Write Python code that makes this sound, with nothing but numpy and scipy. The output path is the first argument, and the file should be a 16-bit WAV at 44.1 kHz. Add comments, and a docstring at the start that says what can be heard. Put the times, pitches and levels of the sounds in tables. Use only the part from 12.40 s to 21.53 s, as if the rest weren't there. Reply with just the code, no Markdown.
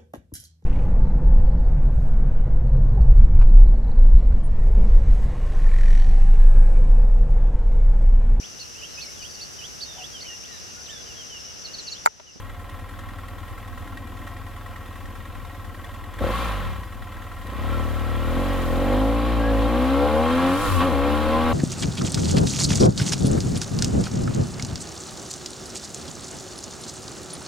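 """On a motorcycle, at a camera behind the windscreen: the two-cylinder engine idles, is revved once,
then pulls away and shifts up. Evenly spaced firings boom through the camera mount and make the airbox
(the engine's air intake chamber) ring. Valves clatter and gears whine in step with them.
The windscreen adds a very quick echo, and wind starts to rumble as the bike gathers speed."""
import sys
import numpy as np
from scipy import signal
from scipy.fft import rfft, irfft
from scipy.io import wavfile
from scipy.ndimage import uniform_filter1d

SR = 44100
rng = np.random.default_rng(int(sys.argv[2]) if len(sys.argv) > 2 else 0)


def transcribe(signal):
    """Save signal, clipped to [-1, 1], as a 16-bit WAV file at the path in sys.argv[1]."""
    frames = np.atleast_2d(signal).T
    limited = np.clip(frames, -1, 1)
    pcm = np.round(limited * 32767).astype(np.int16)
    wavfile.write(sys.argv[1], SR, pcm)


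N = 402633
TIME = np.arange(N) / SR
FREQ = np.arange(N // 2 + 1) * SR / N + 1e-3  # just above zero, so it is safe to divide by

# wind on the camera housing: t/s, level/dB
WIND_LEVELS = [(0, -75), (5.8, -70), (7.4, -42), (8.05, -43), (8.25, -25.5), (8.6, -35.5), (9.13, -30.5)]
# tone colour of the chain and gear hiss: f/Hz, relative level/dB
HISS_COLOUR = [(2940, -4), (5000, -6.5), (5840, -8.5), (7200, -6.5), (8090, -8.5), (9790, -6.5),
               (10900, -4.5), (11800, 2.5), (16000, -10)]
# gear teeth meeting: multiple of the firing rate, relative level/dB
GEAR_TONES = [(13, -35), (14, -40), (19, -39), (35, -38.5)]
# the sharpest valve ticks, then two clunks as the revving starts and as the gear engages: t/s, relative
# level/dB
SHARP_TICKS = [(0.2972, -39), (0.591, -35), (0.8839, -36), (1.5723, -34), (1.875, -36), (3.4451, -36),
               (3.7894, -35), (5.069, -34.5)]
# tone colour of the clatter, at idle and when pulling: f/Hz, relative level/dB
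IDLE_CLATTER_COLOUR = [(450, -18), (720, -6), (1050, -1.5), (1600, -7), (2300, -11), (3400, -13),
                       (4300, -23), (5500, -28), (9000, -29.5)]
FAST_CLATTER_COLOUR = [(600, -3), (800, -4.5), (1150, -1), (1600, -4.5), (2300, -6.5), (3200, -10),
                       (4000, -13), (5000, -24.5), (9000, -51)]
# first gulps of air as the throttle snaps open: t/s, relative level/dB
AIR_GULPS = [(3.809, -21.5), (3.841, -12), (3.867, -14.5), (3.891, -15.5), (3.905, -17.5)]
# notes at which engine cases, gulps, intake ducts and airbox ring: f/Hz, width/Hz, relative level/dB
CASE_NOTES = [(1033, 9.9, 6.5), (1115.5, 62, 5), (1330, 127, -2), (1643, 40, -9)]
GULP_NOTES = [(236, 82, 6), (334, 51, 2.5), (526, 31, 16), (710, 120, -19)]
DUCT_NOTES = [(501.7, 20.3, 3.5), (538, 25, 4.5), (647, 130, -14.5), (709, 44, -8.5), (793, 30, -2)]
AIRBOX_NOTES = [(180.3, 22, 0), (254.4, 50, -1.5), (352, 22, -10.5)]
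# notes at which the camera mount shakes: f/Hz, width/Hz, left gain, right gain
MOUNT_NOTES = [(52.4, 14.4, 0.5, 0.67), (72.1, 15, -1.23, 0.044), (99, 18.7, 0.36, 0.38)]
# firings per second on pulling away and shifting up, one for each turn of the crank: t/s, f/Hz
RIDE_RATES = [(5.05, 24.11), (5.15, 31.8), (5.21, 35.84), (5.31, 38.74), (5.48, 37.29), (5.84, 38.43),
              (5.98, 44.82), (6.06, 47.53), (6.3, 41.56), (6.57, 52), (6.71, 56.24), (6.9, 58.48),
              (7.16, 54.01), (7.25, 56.7), (7.47, 65.66), (7.97, 86.1), (8.12, 90.78), (8.23, 102.3),
              (8.39, 84.05), (8.45, 93.17), (8.49, 82.55), (8.55, 68.37), (9.04, 81.43), (9.13, 80)]
# the rider's hand on the throttle: t/s, opening (0 shut, 1 wide open)
RIDE_THROTTLE = [(5.05, 0.18), (5.3, 0.32), (5.82, 0.38), (6.0, 0.71), (6.22, 0.55), (6.52, 0.9),
                 (6.72, 0.78), (6.92, .58), (7.1, 0.78), (8.14, 0.72), (8.19, 0.53), (8.36, 0.21),
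                 (8.42, 0.69), (8.62, 0.68), (9.13, 0.75)]
# the engine with the throttle shut: firing rate f/Hz, then level/dB of exhaust, drone, bark, clatter, hiss
SHUT_LEVELS = [(20.9, -37.7, -50, -52.5, -43.5, -57), (41, -30.3, -43.5, -44, -34.5, -51.5),
               (56.6, -28, -37, -39, -32.5, -50), (74.4, -35, -35, -37.5, -29.5, -47),
               (101, -40, -36, -40, -27.5, -45.5)]
# what a wide-open throttle adds: level/dB for each of those five sounds
OPEN_BOOSTS = (6.3, 16.2, 17.35, 0.9, 1.2)
# the clutch slips or spins free and the hiss swells (rev, pull-away, shift): t/s, length/s, rise/dB
CLUTCH_SLIPS = [(3.795, 0.42, 4.5), (5.797, 0.92, 3.5), (8.08, 0.41, 6.5)]

# single swells: t/s, length/s, rise/dB
FLUTTER = (1.24, 0.87, 4.8)  # the airbox flutters louder during the idle
FREE_REV = (3.68, 0.58, 2.9)  # with no load, the revving engine rattles harder
HONK = (7.5, 0.4, 3.8)  # the ducts honk as the clutch bites
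OVERRUN = (8.27, 0.16, 15)  # the exhaust booms as the rider eases off to shift
TAKE_UP = (8.39, 0.058, 6.8)  # the cases rattle as the next gear starts to pull

IDLE_HZ, BLIP_HZ, BLIP_S = 20.32, 60.04, 3.778  # the "blip" is the one quick rev while standing


def undb(db):
    """Turn decibels into a number to multiply by."""
    return 10 ** (np.asarray(db) / 20)


def curve(table):
    """Join (time, value) points with straight lines, one value per sample."""
    return np.interp(TIME, *np.transpose(table))


def swell(start, length, rise_db):
    """An arch-shaped rise and fall, in dB."""
    return rise_db * np.sin(np.pi * np.clip((TIME - start) / length, 0, 1))


def noise():
    """White noise: an even hiss."""
    return rng.standard_normal(N)


def unit(x):
    """Scale a sound so its average strength (rms) is 1."""
    return x / np.sqrt(np.mean(x ** 2))


def steady(x, size=4340):
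    """Hold the strength of a sound near 1 over time, leaving its single beats intact."""
    power = np.atleast_2d(x).mean(axis=0) ** 2
    return x / np.sqrt(uniform_filter1d(uniform_filter1d(power, size), size // 2) + 1e-18)


def shape(x, response):
    """Filter a sound: the response says how much of each frequency gets through."""
    return irfft(rfft(x) * response, N)


def waver(hz):
    """A smooth random wobble of strength 1, changing up to about hz times a second."""
    return unit(shape(noise(), 1 / (1 + (FREQ / hz) ** 4)))


def colour(points):
    """A filter drawn through (f/Hz, level/dB) points."""
    hz, db = np.transpose(points)
    return undb(np.interp(np.log(FREQ), np.log(hz), db))


def resonance(hz, width):
    """A filter that rings at one note; the smaller the width, the longer it rings."""
    return 1 / (1 + 1j * (FREQ - hz ** 2 / FREQ) / width)


def body(notes):
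    """A filter for an object that rings at several notes."""
    return sum(undb(db) * resonance(hz, width) for hz, width, db in notes)


def windscreen(delay_s=1 / 265, share=0.56, dull_hz=9800):
    """A filter that adds the windscreen's echo, which lacks the highest treble."""
    return 1 + share * np.exp(-2j * np.pi * FREQ * delay_s) / (1 + (FREQ / dull_hz) ** 10)


def stereo_noise(loudness, response, side_db):
    """Pulsing noise: a middle part with the windscreen's echo, and a side part for width."""
    mid = shape(loudness * noise(), response * windscreen())
    side = shape(loudness * noise(), response) * undb(side_db)
    return np.array([mid + side, mid - side])


def burst(turns, start, length):
    """A loudness that jumps up at the same point of every turn, then fades; both given in turns."""
    return np.exp(-((turns - start) % 1) / length)


def firings(turns, scatter_db, uneven_db):
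    """One click per turn; the two cylinders differ a little and no two firings are alike."""
    at = np.flatnonzero(np.diff(np.floor(turns[:-1])) > 0)
    late = (np.ceil(turns[at]) - turns[at]) / (turns[at + 1] - turns[at])
    size = undb(scatter_db * rng.standard_normal(len(at)) + uneven_db * (-1) ** np.arange(len(at)))
    clicks = np.zeros(N)
    clicks[at], clicks[at + 1] = size * (1 - late), size * late  # each click falls between two samples
    return clicks


def camera_whine():
    """Faint steady tones from the camera's electronics."""
    tones = [(7499, -81), (8495, -81), (9001, -81), (13501, -75)]
    return sum(undb(db) * np.sin(2 * np.pi * hz * TIME) for hz, db in tones)


def wind():
    """Wind buffets the housing with a low rumble, different in each ear."""
    rumble = colour([(10, -3), (30, 7), (60, -1.5), (130, -6), (400, -12), (2000, -45)])
    return undb(curve(WIND_LEVELS)) * np.array([unit(shape(noise(), rumble)) for _ in range(2)])


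def squeal(hz=9800, db=-52):
    """A thin squeal as the engine speed peaks at the gear change."""
    fade = np.interp(TIME, [7.9, 8.25, 8.55], [0, 1, 0])
    return undb(db) * fade * unit(shape(noise(), resonance(hz, 157.4) ** 2))


def squeak(start_s=6.98, length_s=0.154, from_hz=1570, to_hz=1710, db=-32):
    """A short rising squeak as the bike rolls off."""
    along = np.clip((TIME - start_s) / length_s, 0, 1)
    hz = from_hz + (to_hz - from_hz) * along
    return undb(db) * np.sin(np.pi * along) * np.sin(2 * np.pi * np.cumsum(hz) / SR)


def hiss(turns, revs):
    """Chain and gears sizzle; above them lies an even hiss, the same in both ears."""
    pulse = 1 + 0.5 * burst(turns / 2, start=0.23, length=0.29)
    below_top = 1 / (1 + (FREQ / 11100) ** 40)
    sizzle = steady(stereo_noise(pulse, colour(HISS_COLOUR) * below_top, side_db=-0.5))
    top = unit(shape(noise(), (colour(HISS_COLOUR) + 0.26) * (1 - below_top)))
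    return steady(sizzle + undb(-3 - 5.6 * revs) * top)


def gears(turns, rate, db_per_octave=4, rough=0.64):
    """Gear teeth whine through the cases, louder whenever they glide past a note the cases ring at."""
    teeth = 0
    for multiple, db in GEAR_TONES:
        strength = undb(db) * (1 + rough * waver(27))
        teeth = teeth + strength * np.sin(2 * np.pi * multiple * turns + rough * waver(21))
    cases = body(CASE_NOTES) + undb(-10) * resonance(722, 36)
    return shape(teeth, cases) * undb(db_per_octave * np.log2(rate / 80))


def valve_ticks(turns, revs, scatter_db=0.5, decay_s=0.0048):
    """At idle a valve shuts with a bright tick every second turn; a few ticks stand out, and two clunks join
    them."""
    cam = (turns / 2 - 0.25) % 1  # the camshaft works the valves and turns at half speed
    stroke = np.cumsum(np.diff(cam, prepend=1) < 0)
    force = undb(-43 + scatter_db * np.clip(rng.standard_normal(stroke[-1] + 1), -2, 2))
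    regular = force[stroke] * np.exp(-cam / 0.06) * np.clip(1 - revs / 0.16, 0, 1)
    sharp = sum(undb(db) * (TIME >= s) * np.exp(-np.abs(TIME - s) / decay_s) for s, db in SHARP_TICKS)
    ring = colour([(900, -20), (1600, 13), (1900, 16), (2400, -2), (3500, 7), (5000, -7),
                   (9500, -5), (12000, -7), (16000, -26)])
    return undb(-3.5) * stereo_noise(np.maximum(regular, sharp), ring, side_db=-8)


def clatter(turns, revs):
    """Valves and pistons knock on the cases in step with the crank; at speed this blurs into a rasp."""
    rattle = 0.39 + 0.5 * burst(turns, 0.42, 0.14) + 0.35 * burst(turns, 0.86, 0.18)
    knocks = 0.57 + 2.6 * burst(turns, 0.43, 0.19) + 0.5 * burst(turns, 1.0, 0.22)
    valves = 0.14 + burst(turns / 2, 0.21, 0.032) + 0.4 * burst(turns / 2, 0.7, 0.076)
    cases = body(CASE_NOTES) * resonance(1136, 810)
    slow = steady(stereo_noise(rattle, colour(IDLE_CLATTER_COLOUR), side_db=-17))
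    slow += undb(-0.5) * steady(stereo_noise(knocks, cases, side_db=-18))
    slow += undb(-6.5) * steady(stereo_noise(valves, resonance(1928, 140) ** 2, side_db=-7.5))
    rasp_colour = colour(FAST_CLATTER_COLOUR) * (1 + 0.6 * resonance(3185, 44) + 0.25 * resonance(2885, 40))
    rasp = steady(stereo_noise(1 + burst(turns, 0.19, 0.75), rasp_colour, side_db=-8.5))
    ring = steady(shape(firings(turns, scatter_db=1.2, uneven_db=1.5), cases * resonance(1100, 600)))
    fast = rasp + undb(-4 + 6 * revs) * ring
    blur = np.clip(revs / 0.43, 0, 1)
    return steady(np.sqrt(1 - blur) * slow + np.sqrt(blur) * fast)


def gulps():
    """The throttle snaps open and the first few gulps of air bark through the airbox."""
    clicks = np.zeros(N)
    for s, db in AIR_GULPS:
        clicks[int(s * SR)] += undb(db)
    ring = body(GULP_NOTES) * resonance(360, 490)
    return undb(-1) * shape(clicks, ring) / np.abs(irfft(ring, N)).max()


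def pipe_echoes(trips_s=(0.0017, 0.0029, 0.0053), share=0.57):
    """Trips up and down the pipes smear each pulse in time without changing its tone colour."""
    echoes = [np.exp(-2j * np.pi * FREQ * trip) for trip in trips_s]
    return np.prod([(echo - share) / (1 - share * echo) for echo in echoes], axis=0)


def breathing(turns, revs, response, air, idle_db, fast_db):
    """The engine breathes through a duct: a flutter at idle, soft beats at low speed, then a tone."""
    clicks = shape(firings(turns, scatter_db=0.7, uneven_db=0.7), pipe_echoes())
    beats = steady(shape(clicks, air * resonance(234, 580)))
    ringing = shape(clicks, response) / np.sqrt(np.gradient(turns) * np.mean(np.abs(response) ** 2))
    soft = 2.6 * np.exp(-(revs / 0.22) ** 2)
    tone = (ringing + soft * beats) / np.hypot(1, soft)
    rush = steady(stereo_noise(0.25 + burst(turns, 0.47, 0.98), air, side_db=-5))
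    breath = undb(fast_db + (idle_db - fast_db) * np.exp(-revs / 0.14))  # rushing air against tone
    return (tone + breath * rush) / np.hypot(1, breath)


def duct_bark(turns, revs):
    """The intake ducts ring and give the growl its edge."""
    tilt = colour([(150, -46), (340, 5), (470, 2.5), (860, 0), (1000, -5.5), (2500, -79)])
    air = colour([(300, -6), (450, 5), (570, 6), (740, -2.5), (850, -24), (1100, -34), (2500, -41)])
    return breathing(turns, revs, body(DUCT_NOTES) * tilt, air, idle_db=6, fast_db=-16)


def airbox_drone(turns, revs):
    """The airbox sings whenever a multiple of the firing rate meets one of its notes."""
    tilt = colour([(90, -11), (150, -52), (175, -4), (197, -30.5), (215, 2.5), (245, 6.5),
                   (285, 9.5), (310, 6), (390, -2), (500, 4), (1200, -49)])
    air = colour([(90, -13), (165, 1), (260, 4.5), (350, 0), (420, -32), (900, -82)])
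    sung = breathing(turns, revs, body(AIRBOX_NOTES) * tilt, air, idle_db=4, fast_db=-18)
    # coasting on a shut throttle, it sounds deeper and hollower
    coasting = np.exp(-(throttle() / 0.22) ** 2) * np.clip(revs / 0.21, 0, 1)
    hollow = shape(sung, colour([(180, 10), (225, -1), (270, -14), (400, -5)]))
    return (1 - coasting) * sung + coasting * hollow


def exhaust(turns, revs):
    """Firings boom through the mount, which rocks so the two sides differ; at idle they thud unevenly."""
    mount = sum(np.outer(gains, resonance(hz, width)) for hz, width, *gains in MOUNT_NOTES)
    muffler = colour([(18, -30), (38, 6.5), (55, 6), (90, 3), (118, 4.5), (150, -3), (300, 6), (900, -14)])
    boom = steady(shape(firings(turns, scatter_db=0.84, uneven_db=0.5), mount * muffler))
    thud_ring = -np.array([resonance(90.1, 25), resonance(91.8, 23.7)]) ** 2
    thuds = steady(shape(firings(turns, scatter_db=3.5, uneven_db=1.5), thud_ring))
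    # the pistons add a throb at the crank's rate and at twice that rate
    throb = np.sin(4 * np.pi * (turns + 0.1)) + 0.18 * np.sin(2 * np.pi * turns)
    gas = stereo_noise(burst(turns, 0, 0.56), resonance(88, 41) ** 2, side_db=1.5)
    idle = thuds + undb(1) * throb + undb(-6) * steady(gas)
    idling = np.clip(1 - revs / 0.24, 0, 1)
    return steady((1 - idling) * boom + idling * idle)


def throttle(open_s=0.045, shut_s=0.052):
    """How far the throttle is open: shut at idle, one quick snap for the blip, then the ride."""
    snap = np.interp(TIME - BLIP_S, [0, open_s, open_s + shut_s], [0, 1, 0])
    return np.where(TIME < RIDE_THROTTLE[0][0], snap, curve(RIDE_THROTTLE))


def firing_rate(run_up_s=0.2, hang_s=0.04, coast_hz_per_s=84):
    """Firings per second: idle, a blip that runs up, hangs and coasts back down, then the ride."""
    since = TIME - BLIP_S
    run_up = (BLIP_HZ - IDLE_HZ) * np.sin(np.pi / 2 * np.clip(since / run_up_s, 0, 1))
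    coast = coast_hz_per_s * np.maximum(since - run_up_s - hang_s, 0)
    return np.where(TIME < RIDE_RATES[0][0], IDLE_HZ + np.maximum(run_up - coast, 0), curve(RIDE_RATES))


def scene(wobble_turns=0.003, wander_db=0.7):
    """One slightly unsteady crank drives the engine's sounds; speed and throttle set their loudness."""
    rate, opening = firing_rate(), throttle()
    turns = 0.5 + np.cumsum(rate) / SR + wobble_turns * waver(10)
    revs = np.clip((rate - 21) / 80, 0, 1)  # 0 at idle, 1 at the gear change
    rates, *shut_levels = np.transpose(SHUT_LEVELS)
    voices = [(exhaust, swell(*OVERRUN)),
              (airbox_drone, swell(*FLUTTER)),
              (duct_bark, swell(*HONK)),
              (clatter, swell(*FREE_REV) + swell(*TAKE_UP)),
              (hiss, sum(swell(*slip) for slip in CLUTCH_SLIPS))]
    engine = 0
    for (voice, swell_db), shut_db, boost_db in zip(voices, shut_levels, OPEN_BOOSTS):
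        db = np.interp(rate, rates, shut_db) + boost_db * opening + swell_db + wander_db * waver(4.5)
        engine = engine + voice(turns, revs) * undb(db)
    bike = engine + gears(turns, rate) + valve_ticks(turns, revs) + gulps() + squeak() + squeal()
    return bike + wind() + camera_whine()


def record(dry, left_db=0.42, top_hz=16350):
    """The camera hears a little more on the left and sharply cuts off the highest treble."""
    balance = undb([[left_db], [-left_db]])
    return signal.sosfilt(signal.ellip(10, 0.2, 80, top_hz, fs=SR, output="sos"), balance * dry)


dry = scene()
out = record(dry)
transcribe(out)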